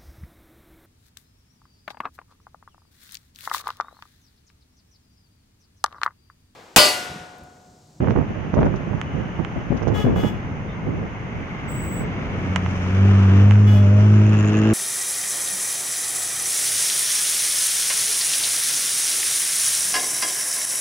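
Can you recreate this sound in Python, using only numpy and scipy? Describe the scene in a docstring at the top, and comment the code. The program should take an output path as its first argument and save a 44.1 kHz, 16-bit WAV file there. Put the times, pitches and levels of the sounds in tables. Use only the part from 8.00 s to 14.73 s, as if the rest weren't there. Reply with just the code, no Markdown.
"""City ride in a small open-sided vehicle

Gusts buffet a phone's two microphones over the noise of tyres, cabin and gears. Horns toot, a spring
squeaks, a brake squeals, and loose parts clack and jingle. Then the throttle opens: the exhaust booms
in a loud, low drone that turns to a bark as the engine pulls and knocks."""
import sys
import numpy as np
from scipy import signal
from scipy.fft import rfft, irfft
from scipy.io import wavfile
from scipy.ndimage import uniform_filter1d

SR = 44100
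rng = np.random.default_rng(int(sys.argv[2]) if len(sys.argv) > 2 else 0)


def generate_wav(signal):
    """Clip the signal to [-1, 1] and save it as 16-bit WAV at the path in sys.argv[1]."""
    frames = np.transpose(np.atleast_2d(signal))
    scaled = np.clip(frames, -1, 1) * 32767
    pcm = np.round(scaled).astype(np.int16)
    wavfile.write(sys.argv[1], SR, pcm)


N = 297013
TIME = np.arange(N) / SR

# How fast the engine fires: time_s, rate_hz
FIRING_RATE = [(4.4, 93), (4.8, 91), (5.07, 99.8), (5.3, 96.2), (5.58, 104), (5.89, 100.2), (6.02, 104),
               (6.27, 105.8), (6.45, 104), (6.73, 108.7)]
# The exhaust's deep boom, swelling as the throttle opens: time_s, level_db
BOOM_LEVEL = [(4.3, -26), (4.5, -21), (4.8, -27.5), (5.05, -12), (5.301, -12.5), (5.42, -10), (5.85, -11.5),
              (6.179, -11), (6.55, -19), (6.73, -19)]
# The exhaust's bark, growing as the engine works harder: time_s, level_db
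BARK_LEVEL = [(4.6, -39.5), (5.9, -42), (6.07, -33.5), (6.45, -28), (6.68, -21.5)]
# Higher tones of the exhaust: multiple_of_firing_rate, share_of_boom_db, share_of_bark_db
EXHAUST_OVERTONES = [(1.5, -36.5, -14), (2.5, -25.5, -17), (3.5, -32.5, -13), (4, -27.5, -5.5),
                     (4.5, -40, -11.5), (5, -32.5, -15), (5.5, -45, -21), (6, -35, -18),
                     (6.5, -48.5, -19.5), (7, -35, -28), (7.5, -52.5, -26), (8, -44, -30.5),
                     (10, -49.5, -30)]
# Cabin panels buzzing along with one overtone: start_s, length_s, multiple_of_firing_rate, level_db
PANEL_BUZZES = [(4.98, 0.17, 4, -31.5), (5.328, 0.13, 3, -31.5), (5.3, 0.13, 4, -31), (5.72, 0.18, 6, -37),
                (5.925, 0.11, 6, -33), (5.882, 0.14, 5, -37)]
# The rasp of the engine's moving parts: time_s, relative_level_db
RASP_LEVEL = [(2.8, -63), (3.5, -45), (4.8, -38), (5.05, -34), (5.35, -32.5), (5.65, -39), (6.2, -36),
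              (6.73, -33)]
# The rasp's mix of low and high sound: frequency_hz, gain_db
RASP_SPECTRUM = [(40, -26.5), (150, -3.5), (300, 1), (500, -0.5), (800, -8), (1250, -2), (1900, -8),
                 (2800, -9.5), (3300, -14.5), (4200, -25.5), (6300, -27.5), (8000, -43), (14000, -59.5)]
# The engine's high sizzle: frequency_hz, gain_db
SIZZLE_SPECTRUM = [(3000, -23), (4800, -8.5), (5800, 1.5), (6600, -2.5), (7200, -9), (7800, -17),
                   (10000, -18), (14000, -40)]
# Spells of engine knock: start_s, length_s, strength_db, highest_ring_boost_db
KNOCK_SPELLS = [(6.157, 0.054, -37, 3.5), (6.252, 0.053, -30.5, 0.5), (6.319, 0.036, -28.5, 7),
                (6.36, .028, -27, -3), (6.387, 0.11, -29, 7), (6.526, 0.076, -25.5, 2.5),
                (6.612, 0.11, -28, -2)]
# How the cylinder rings: pitch_hz, bandwidth_hz, gain_db, scatter_db, climb_hz_per_s
CYLINDER_RINGS = [(1600, 380, -5.5, 4, 200), (2540, 400, -2, 3, 540), (6720, 580, -14.5, 5, 0)]
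# Gusts hitting the microphones: start_s, length_s, left_db, right_db
WIND_GUSTS = [(0.0, 0.065, -21.5, -15), (0.069, 0.05, -20, -11), (0.152, 0.027, -21.5, -13),
              (0.172, 0.04, -21, -11.5), (0.532, 0.033, -27, -13.5), (0.569, 0.1, -13, -11.5),
              (0.668, 0.096, -32, -17), (0.869, .02, -39, -20), (0.902, 0.087, -39, -21.5),
              (1.142, 0.078, -36, -19), (1.389, 0.015, -41, -13.5), (1.559, 0.019, -19, -45),
              (1.704, 0.026, -12.5, -38), (1.737, 0.024, -18, -36), (1.808, 0.056, -36, -18),
              (1.866, 0.059, -33, -11.5), (1.931, 0.082, -16, -27), (2.045, 0.038, -11, -15.5),
              (2.088, 0.053, -14.5, -16.5), (2.157, 0.043, -16, -15.5), (2.231, 0.035, -23, -13.5),
              (2.286, 0.087, -24, -38), (2.862, 0.2, -29, -19.5), (3.992, 0.076, -31, -25)]
# Swirling air at a microphone: frequency_hz, gain_db
WIND_SPECTRUM = [(20, -31), (50, -1.5), (100, 5.5), (170, 1.5), (350, -2.5), (600, -9), (1200, -26.5),
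                 (2500, -39), (4000, -63), (6500, -59.5), (9000, -105.5)]
# The swirls that pop hardest: time_s, strength_db, left_minus_right_db, width_s
HARD_POPS = [(0.027, -8, -20, 0.0015), (0.045, -14, -16, 0.00029), (0.074, -11.5, -14, 0.0003),
             (0.085, -9, -18, 0.00032), (0.108, -10.5, -17, 0.00022), (0.164, -13, -12, 0.00029),
             (0.188, -9, -16, 0.00054), (0.307, -12.5, -24, 0.0011), (0.541, -7.5, -22, 0.00033),
             (0.570, -8.5, -15, .0005), (0.589, -9, -6, 0.00079), (0.620, -12, -12, 0.0003),
             (0.631, -8, -17, 0.00026), (0.636, -14, -15, 0.00032), (0.662, -14, -10, 0.00068),
             (0.742, -14.5, -13, 0.00048), (0.913, -8.5, -15, 0.002), (0.950, -7.5, -15, 0.002),
             (1.397, -14, -16, 0.00043), (1.706, -6, 20, 0.0017), (1.727, -5, 21, 0.00071),
             (1.832, -18, -18, 0.00035), (1.872, -7.5, -21, 0.00046), (1.884, -11, -18, 0.0004),
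             (2.044, -4, 6, 0.0016), (2.068, -9, 0, 0.00088), (2.237, -12, -14, 0.00026),
             (2.248, -7, -14, 0.00077)]
# Horn toots: start_s, length_s, level_db, left_minus_right_db, treble_cut_db_per_khz
HORN_TOOTS = [(1.941, 0.098, -35, 2, 0.3), (2.157, 0.14, -39, 6.5, -0.3), (5.668, 0.13, -38, 4.5, -0.1)]
# Tones of the horn's buzzing diaphragm: multiple_of_pitch, gain_db
HORN_OVERTONES = [(2, 0), (3, 1), (4, 0), (5, -2.5), (6, -10), (7, 1.5), (8, -1), (9, -23), (10, -19.5),
                  (11, -15), (13, -16.5), (14, -21.5), (15, -14.5), (16, -17), (17, -22.5), (20, -22.5),
                  (26, -37), (28, -21.5), (32, -37), (37, -24.5)]
# The rattle of the horn's metal disc: frequency_hz, gain_db
RATTLE_SPECTRUM = [(400, -15), (900, -6), (1800, -4.5), (3200, 4), (4200, -10.5), (6300, -4), (7800, -18),
                   (15000, -14)]
# Blows on loose bodywork: time_s, peak_db, left_minus_right_db, treble_cutoff_hz
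BODY_CLACKS = [(1.0145, -13, -11, 6500), (1.4485, -15, -12, 4500), (4.5604, -5, -12, 8000),
               (4.5635, -14.5, -12, 6000), (4.5673, -21, -12, 6000), (4.662, -15, -6, 2700),
               (5.5098, -11, -9, 6500), (5.5205, -18, -9, 2600), (5.556, -20, -9, 2600)]
# How that bodywork rings: pitch_hz, bandwidth_hz, gain_db
BODY_RINGS = [(880, 340, 1.5), (1390, 510, 0.5), (2020, 500, 1), (3020, 550, -3.5), (6400, 1030, -16)]
# Shivers of a small metal part: start_s, length_s, level_db, left_minus_right_db
METAL_JINGLES = [(0.098, 0.014, -56, 14), (0.537, 0.011, -55, 14), (0.599, 0.01, -57.5, 14),
                 (0.65, 0.012, -57, 14), (0.756, 0.007, -54, 14), (1.767, 0.008, -51, 10),
                 (1.822, 0.008, -52, 9), (1.875, 0.009, -47.5, 10)]
# How that part rings: frequency_hz, gain_db
JINGLE_SPECTRUM = [(1500, -30), (3400, 0), (4200, -10), (5400, -4), (6100, 1.5), (6800, -8), (7500, -26),
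                   (14000, -38)]
# Cabin rumble and tyre hiss: time_s, rumble_db, relative_hiss_db
ROAD_LEVELS = [(0, -31, -40.5), (2.1, -30, -39), (2.7, -29, -41), (3.6, -30.5, -40), (4.0, -25, -39.5),
               (4.6, -28.5, -37.5), (6.73, -32, -40)]
# Their mix of low and high sound: frequency_hz, gain_db
ROAD_SPECTRUM = [(20, -18.5), (50, -8), (100, -1.5), (130, -2.5), (160, -2), (200, -5), (330, -13.5),
                 (750, -17), (1800, -25.5), (2900, -31), (4100, -51), (5200, -50.5), (6500, -44),
                 (7300, -64.5), (15000, -72)]
# The whirr of the gears: time_s, pitch_hz, level_db
GEAR_WHIRR = [(0, 2038, -59.5), (3.1, 2100, -48.5), (3.5, 2122, -44.5), (4.4, 2163, -44),
              (5.9, 2400, -54.5)]
# How alike the two microphones hear noise from all around: frequency_hz, likeness (0 to 1)
MIC_LIKENESS = [(60, 0.61), (290, 0.92), (640, 0.57), (1400, 0.037), (5000, 0.1)]


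def engine():
    """Each firing drives the exhaust and a puff of rasp and sizzle from the moving parts."""
    firing_hz, = curves(FIRING_RATE)
    bark_db, = curves(BARK_LEVEL)
    rasp_db, = curves(RASP_LEVEL)
    angle = phase(firing_hz * (1 + 0.0048 * wobble(45)))  # one turn per firing
    load = 1 / (1 + undb(-24.5 - bark_db))  # 0 coasting, 1 pulling hard
    # Strong and weak firings alternate, more so as the engine pulls.
    limp = (0.086 + 0.294 * load) * np.cos(angle / 2)
    drone = exhaust(angle, firing_hz, bark_db, limp)
    pulse = 1 + (0.14 + 0.42 * load) * np.cos(angle)
    puffs = unit(pulse * (1 + 0.67 * limp)) * undb(1.1 * wobble(90))
    open_s = TIME - 4.18  # time since the throttle began to open
    throttle = np.clip(open_s / 0.58, 0, 1)
    rasp = close_noise(RASP_SPECTRUM, direct_db=2.5, lag_ms=0.13) * undb(rasp_db + 2.5) * pan(1.5)
    sizzle = close_noise(SIZZLE_SPECTRUM, direct_db=-0.5, lag_ms=0.074)
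    sizzle *= undb(-56.5 + 0.95 * open_s) * pan(9.5)
    return throttle * (drone + puffs * sizzle) + puffs * rasp + knock(angle)


def exhaust(angle, firing_hz, bark_db, limp):
    """Firings boom through the pipe; its overtones bark under load and set cabin panels buzzing."""
    boom_db, = curves(BOOM_LEVEL)
    # The octave (twice the firing rate) gives way to the boom as the engine speeds up.
    octave_db = boom_db - 7.5 - 0.41 * (firing_hz - 96.3)
    octave = np.hypot(undb(octave_db), undb(bark_db + 6)) * undb(1.5 * wobble(5))
    boom = undb(boom_db) * np.sin(angle) - octave * np.sin(2 * angle)
    upper = undb(bark_db) * np.sin(3 * angle)
    for start, length, multiple, db in PANEL_BUZZES:
        upper += undb(db) * gate(start, length, edge=0.074) * np.sin(multiple * angle)
    for multiple, boom_share_db, bark_share_db in EXHAUST_OVERTONES:
        size = undb(boom_db + boom_share_db) + undb(bark_db + bark_share_db)
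        size *= undb(3.2 * wobble(7) - 3.5)
        upper += size * np.sin(multiple * angle + rng.uniform(0, 2 * np.pi))
    uneven = 1 + 0.014 * np.sin(angle / 2) + 0.012 * wobble(100)  # no two firings are alike
    upper *= 1 + limp + 0.2 * wobble(130)
    return from_left(np.sqrt(2) * uneven * (boom + upper), lag_ms=0.14)


def knock(angle):
    """Under load each firing raps the cylinder; its rings vary by chance and the lower two climb."""
    firings = np.flatnonzero(np.diff(angle // (2 * np.pi)))
    chances = np.clip(rng.standard_normal((len(firings), len(CYLINDER_RINGS), 2)), -2, 1.3)
    force = sum(undb(db) * gate(start, length, edge=0.012) for start, length, db, _ in KNOCK_SPELLS)
    boost_db = sum(db * gate(start, length, edge=0.012) for start, length, _, db in KNOCK_SPELLS)
    t = TIME[:SR // 100]
    raps = np.zeros(N + len(t))
    for i, chance in zip(firings, chances):
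        knocking_s = max(TIME[i] - KNOCK_SPELLS[0][0], 0)
        for k, (hz, width, db, scatter_db, climb) in enumerate(CYLINDER_RINGS):
            strength, detune = chance[k]
            pitch_hz = (hz + climb * knocking_s) * (1 + 0.037 * detune)
            is_highest = k == len(CYLINDER_RINGS) - 1
            size = force[i] * undb(db + scatter_db * strength + boost_db[i] * is_highest)
            age = np.pi * width * t
            raps[i:i + len(t)] += size * age * np.exp(1 - age) * np.sin(2 * np.pi * pitch_hz * t)
    stereo = from_left(raps[:N], lag_ms=0.041) * pan(1)
    return stereo + undb(-5.5) * street_echo(stereo, fade_s=0.031)


def wind(mic):
    """Swirls of air break on one microphone (0 left, 1 right); harder gusts crackle more."""
    power = 0
    attack_s, sag_db_per_s = 0.0028, 32
    for start, length, *mic_db in WIND_GUSTS:
        sag_db = sag_db_per_s * np.maximum(TIME - start, 0)
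        swell = envelope(start, attack_s, hold=length - attack_s, release=0.017)
        power += (undb(mic_db[mic] - sag_db) * swell) ** 2
    # Small swirls fill the gaps between gusts and die down as the air calms.
    calm_db = 6 * np.maximum(TIME - 2.14, 0)
    swirl_db = -35.5 + 6 * np.minimum(wobble(22), 1.5) - calm_db
    force = np.sqrt(power + (undb(swirl_db) * pan(-4)[mic]) ** 2)
    thud, flutter = split(unit(colour(rng.standard_normal(N), WIND_SPECTRUM)), hz=398)
    thud /= np.sqrt(uniform_filter1d(thud ** 2, size=1000) + 0.23)  # evens out neighbouring thuds
    crackle = unit(undb(2.9 * wobble(260))) * (force / undb(-7)) ** 0.36
    hard_pops, small_pops = wind_pops(mic)
    pressure = force * (undb(-1) * thud + undb(1) * crackle * flutter + undb(9) * small_pops) + hard_pops
    # The microphone overloads softly and lets little of the treble through.
    return low_pass(0.85 * np.tanh(pressure / 0.85), hz=6800, order=8)


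def wind_pops(mic, pops_per_s=40):
    """Each tight swirl is one swing of pressure: a few hard pops and a random train of small ones."""
    t = TIME[:SR // 25] - 0.02

    def swing(width_s):
        return t / width_s / (1 + (t / width_s) ** 2) ** 1.66

    hard = np.zeros(N)
    for time_s, db, pan_db, width_s in HARD_POPS:
        i = max(int(time_s * SR) - len(t) // 2, 0)
        shape = swing(width_s)
        side_gain = min(pan(2 * pan_db)[mic, 0], 1)
        hard[i:i + len(t)] += shape / np.max(shape) * undb(db) * side_gain
    kicks = (rng.random(N) < pops_per_s / SR) * rng.uniform(-1.6, 1.74, N)
    return split(hard, hz=75)[1], signal.fftconvolve(kicks, swing(width_s=0.00032), mode="same")


def horns(pitch_hz=420.6):
    """A buzzing diaphragm strikes a disc once a cycle; the disc rattles and rings, the street echoes."""
    multiples = np.arange(2, 38)
    overtone_db = np.interp(multiples, *np.transpose(HORN_OVERTONES))
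    rattle = surrounding_noise(RATTLE_SPECTRUM) * undb(-10.5)
    disc = rattle + whirr(hz=3500, wander=0.014, throb_hz=40, depth=0.3, lag_ms=0.1) * undb(-15)
    toots = np.zeros((2, N))
    for start, length, db, pan_db, treble_cut in HORN_TOOTS:
        swell = envelope(start - 0.006, attack=0.015, hold=length - 0.022, release=0.024)
        on = swell > 0.002
        angle = phase(pitch_hz * (1 + 0.003 * wobble(900)[on]))
        strikes = 1 + 0.096 * wobble(420)[on]  # no two are equally hard
        gains = undb(overtone_db - treble_cut * multiples * pitch_hz / 1000)
        angles = np.outer(multiples, angle) + rng.uniform(0, 2 * np.pi, (len(multiples), 1))
        for mic in range(2):
            # Moving reflections make each overtone waver by itself.
            drift = np.outer(rng.uniform(20, 140, len(multiples)), TIME[on])
            drift += rng.uniform(0, 2 * np.pi, (len(multiples), 1))
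            overtones = (1 + 0.38 * np.sin(drift)) * np.sin(angles + 0.98 * np.cos(drift))
            buzz = strikes * unit(gains @ overtones) + disc[mic, on] * (1 + 0.55 * np.cos(angle))
            toots[mic, on] += buzz * swell[on] * undb(db) * pan(pan_db)[mic]
    return toots + undb(-8) * street_echo(toots, fade_s=0.32)


def clacks():
    """Bumps knock loose bodywork: one sharp blow and a brief chatter, with hardly any ringing."""
    t = TIME[:SR // 10]
    stereo = np.zeros((2, N))
    for time_s, peak_db, pan_db, cutoff_hz in BODY_CLACKS:
        blow = 0.042 * rng.standard_normal(len(t)) * np.exp(-t / 0.0036)
        blow[0] += 1
        rings = [(-1) ** k * undb(db) * ring(blow, hz, width)
                 for k, (hz, width, db) in enumerate(BODY_RINGS)]
        hit = low_pass(sum(rings), cutoff_hz)
        i = int(time_s * SR)
        stereo[:, i:i + len(t)] += hit / np.max(np.abs(hit)) * undb(peak_db) * unit(pan(pan_db))
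    return stereo


def brake(level_db, pitch_hz=7785):
    """A brake rings at one high pitch and its octave, blurred by unsteady grip, until the pad lets go."""
    sides = []
    for octave_db in (-6, -19):  # left, right
        grip = 1 + 0.008 * wobble(700) + 0.002 * wobble(25)
        angle = phase(pitch_hz * grip)
        octave = undb(octave_db + 2.6 * wobble(300)) * np.sin(2 * angle + 0.7 * wobble(900))
        roughness = unit(undb(2 * wobble(260)))
        sides.append(roughness * (np.sin(angle) + octave))
    swell = envelope(start=3.675, attack=0.03, hold=0.305, release=0.018)
    return np.array(sides) * undb(level_db) * swell


def jingles():
    """A small loose metal part on the left shivers in brief, high rings."""
    swell = sum(undb(db) * pan(pan_db) * envelope(start, attack=0.003, hold=length, release=0.006)
                for start, length, db, pan_db in METAL_JINGLES)
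    return close_noise(JINGLE_SPECTRUM, direct_db=1.5, lag_ms=0.075) * swell


def spring(level_db):
    """A spring squeaks briefly."""
    tone = whirr(hz=3600, wander=0.0043, throb_hz=30.2, depth=0.2, lag_ms=0.063)
    return tone * undb(level_db) * envelope(start=2.68, attack=0.02, hold=0.038, release=0.012)


def far_horn(level_db):
    """From a horn far down the road, only the blurred ring of its disc arrives."""
    tone = whirr(hz=2930, wander=0.03, throb_hz=20, depth=0.2, lag_ms=0.054)
    return tone * undb(level_db) * envelope(start=1.03, attack=0.03, hold=0.32, release=0.03)


def gears():
    """Meshing gears whirr, rising in pitch with road speed."""
    hz, db = curves(GEAR_WHIRR)
    return undb(db) * whirr(hz, wander=0.05, throb_hz=27, depth=0.55, lag_ms=0.12)


def road():
    """The cabin rumbles and the tyres hiss, both fluttering with the road surface."""
    rumble_db, hiss_db = curves(ROAD_LEVELS)
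    rumble, _ = split(surrounding_noise(ROAD_SPECTRUM), hz=660)
    rumble = unit(rumble) * undb(rumble_db + 0.77 * wobble(14))
    _, hiss = split(close_noise(ROAD_SPECTRUM, direct_db=-6.5, lag_ms=0.428), hz=640)
    return rumble + unit(hiss) * undb(hiss_db + 1.5 + 0.36 * wobble(25))


def street_echo(x, fade_s):
    """Scattered echoes from kerb, traffic and house fronts, falling 60 dB in fade_s."""
    tail = rng.standard_normal((2, SR)) * undb(-60 * TIME[:SR] / fade_s)
    return signal.fftconvolve(x, tail / np.sqrt(np.sum(tail[0] ** 2)), axes=1)[:, :N]


def whirr(hz, wander, throb_hz, depth, lag_ms):
    """A blurred tone of rubbing or meshing metal, with a throb in its loudness."""
    direct, left, right = (np.sin(phase(hz * (1 + wander * wobble(700)))) for _ in range(3))
    tone = unit(from_left(direct, lag_ms) + 0.78 * np.array([left, right]))
    throb = phase(throb_hz * hz / np.max(hz) * (1 + 0.088 * wobble(15)))
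    return tone * unit(1 + depth * np.cos(throb))


def close_noise(spectrum, direct_db, lag_ms):
    """Noise from nearby: a direct path to both microphones, plus scatter from all around."""
    direct = unit(colour(rng.standard_normal(N), spectrum))
    return unit(surrounding_noise(spectrum) + undb(direct_db) * from_left(direct, lag_ms))


def surrounding_noise(spectrum):
    """Noise from all around: the two microphones agree only on the low sounds."""
    likeness = np.clip(on_bins(MIC_LIKENESS), 0, 1)
    shared, opposed = rfft(rng.standard_normal((2, N)))
    shared *= np.sqrt(1 + likeness)
    opposed *= np.sqrt(1 - likeness)
    return unit(colour(irfft(np.array([shared + opposed, shared - opposed]), N), spectrum))


def from_left(x, lag_ms):
    """A sound that reaches the right microphone lag_ms after the left."""
    hz = np.arange(N // 2 + 1) * SR / N
    delayed = irfft(rfft(x) * np.exp(-2j * np.pi * hz * lag_ms / 1000), N)
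    return np.array([x, delayed])


def pan(db):
    """Left and right gains, with the left louder by db."""
    return undb(np.array([db, -db]).reshape(2, -1) / 2)


def envelope(start, attack, hold, release):
    """Rise, hold, then die away; all times are in seconds."""
    t = TIME - start
    return np.clip(t / attack, 0, 1) * np.exp(-np.maximum(t - attack - hold, 0) / release)


def gate(start, length, edge):
    """Switch on for a while, with soft edges; all times are in seconds."""
    fade_in = np.clip((TIME - start) / edge + 0.5, 0, 1)
    return fade_in * np.clip((start + length - TIME) / edge + 0.5, 0, 1)


def wobble(rate_hz):
    """A smooth random curve that strays about 1 either side of zero."""
    step = max(int(SR / rate_hz), 1)
    stairs = np.repeat(rng.standard_normal(N // step + 1), step)
    return 1.3 * uniform_filter1d(uniform_filter1d(stairs, step), step)[:N]


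def phase(hz):
    """The running angle of a wave whose pitch can change."""
    return 2 * np.pi * np.cumsum(hz) / SR


def curves(table):
    """Join a table's timed rows with straight lines, one curve per value column."""
    times, *columns = np.transpose(table)
    return [np.interp(TIME, times, column) for column in columns]


def on_bins(table):
    """Read a frequency table at every frequency of the Fourier transform."""
    hz, value = np.transpose(table)
    return np.interp(np.log(np.arange(N // 2 + 1) * SR / N + 1), np.log(hz), value)


def colour(x, spectrum):
    """Turn each frequency up or down as the table says."""
    return irfft(rfft(x) * undb(on_bins(spectrum)), N)


def ring(x, hz, width):
    """Let a sound ring in a band around one pitch."""
    return signal.lfilter(*signal.iirpeak(hz, hz / width, fs=SR), x)


def low_pass(x, hz, order=2):
    """Soften everything above a frequency."""
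    return signal.sosfilt(signal.butter(order, hz, fs=SR, output="sos"), x)


def split(x, hz):
    """The parts below and above a frequency; filtering both ways keeps them in step."""
    low = signal.sosfiltfilt(signal.butter(2, hz, fs=SR, output="sos"), x)
    return low, x - low


def undb(db):
    """Turn decibels into a gain."""
    return 10 ** (np.asarray(db) / 20)


def unit(x):
    """Scale to an average power of 1."""
    return x / np.sqrt(np.mean(x ** 2))


def scene():
    """Everything as it reaches the two microphones."""
    gusts = np.array([wind(mic) for mic in range(2)])
    squeal = brake(level_db=-39)
    driving = road() + engine() + gears()
    traffic = horns() + far_horn(level_db=-53.5)
    loose_parts = spring(level_db=-55.5) + clacks() + jingles()
    return driving + gusts + traffic + squeal + loose_parts


def record(dry):
    """The phone cuts the highest treble; the sound starts and stops softly."""
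    fade_s, top_hz = 0.004, 15800
    ends = gate(fade_s / 2, N / SR - fade_s, edge=fade_s)
    return signal.sosfilt(signal.ellip(10, 0.2, 80, top_hz, fs=SR, output="sos"), dry * ends)


dry = scene()
out = record(dry)
generate_wav(out)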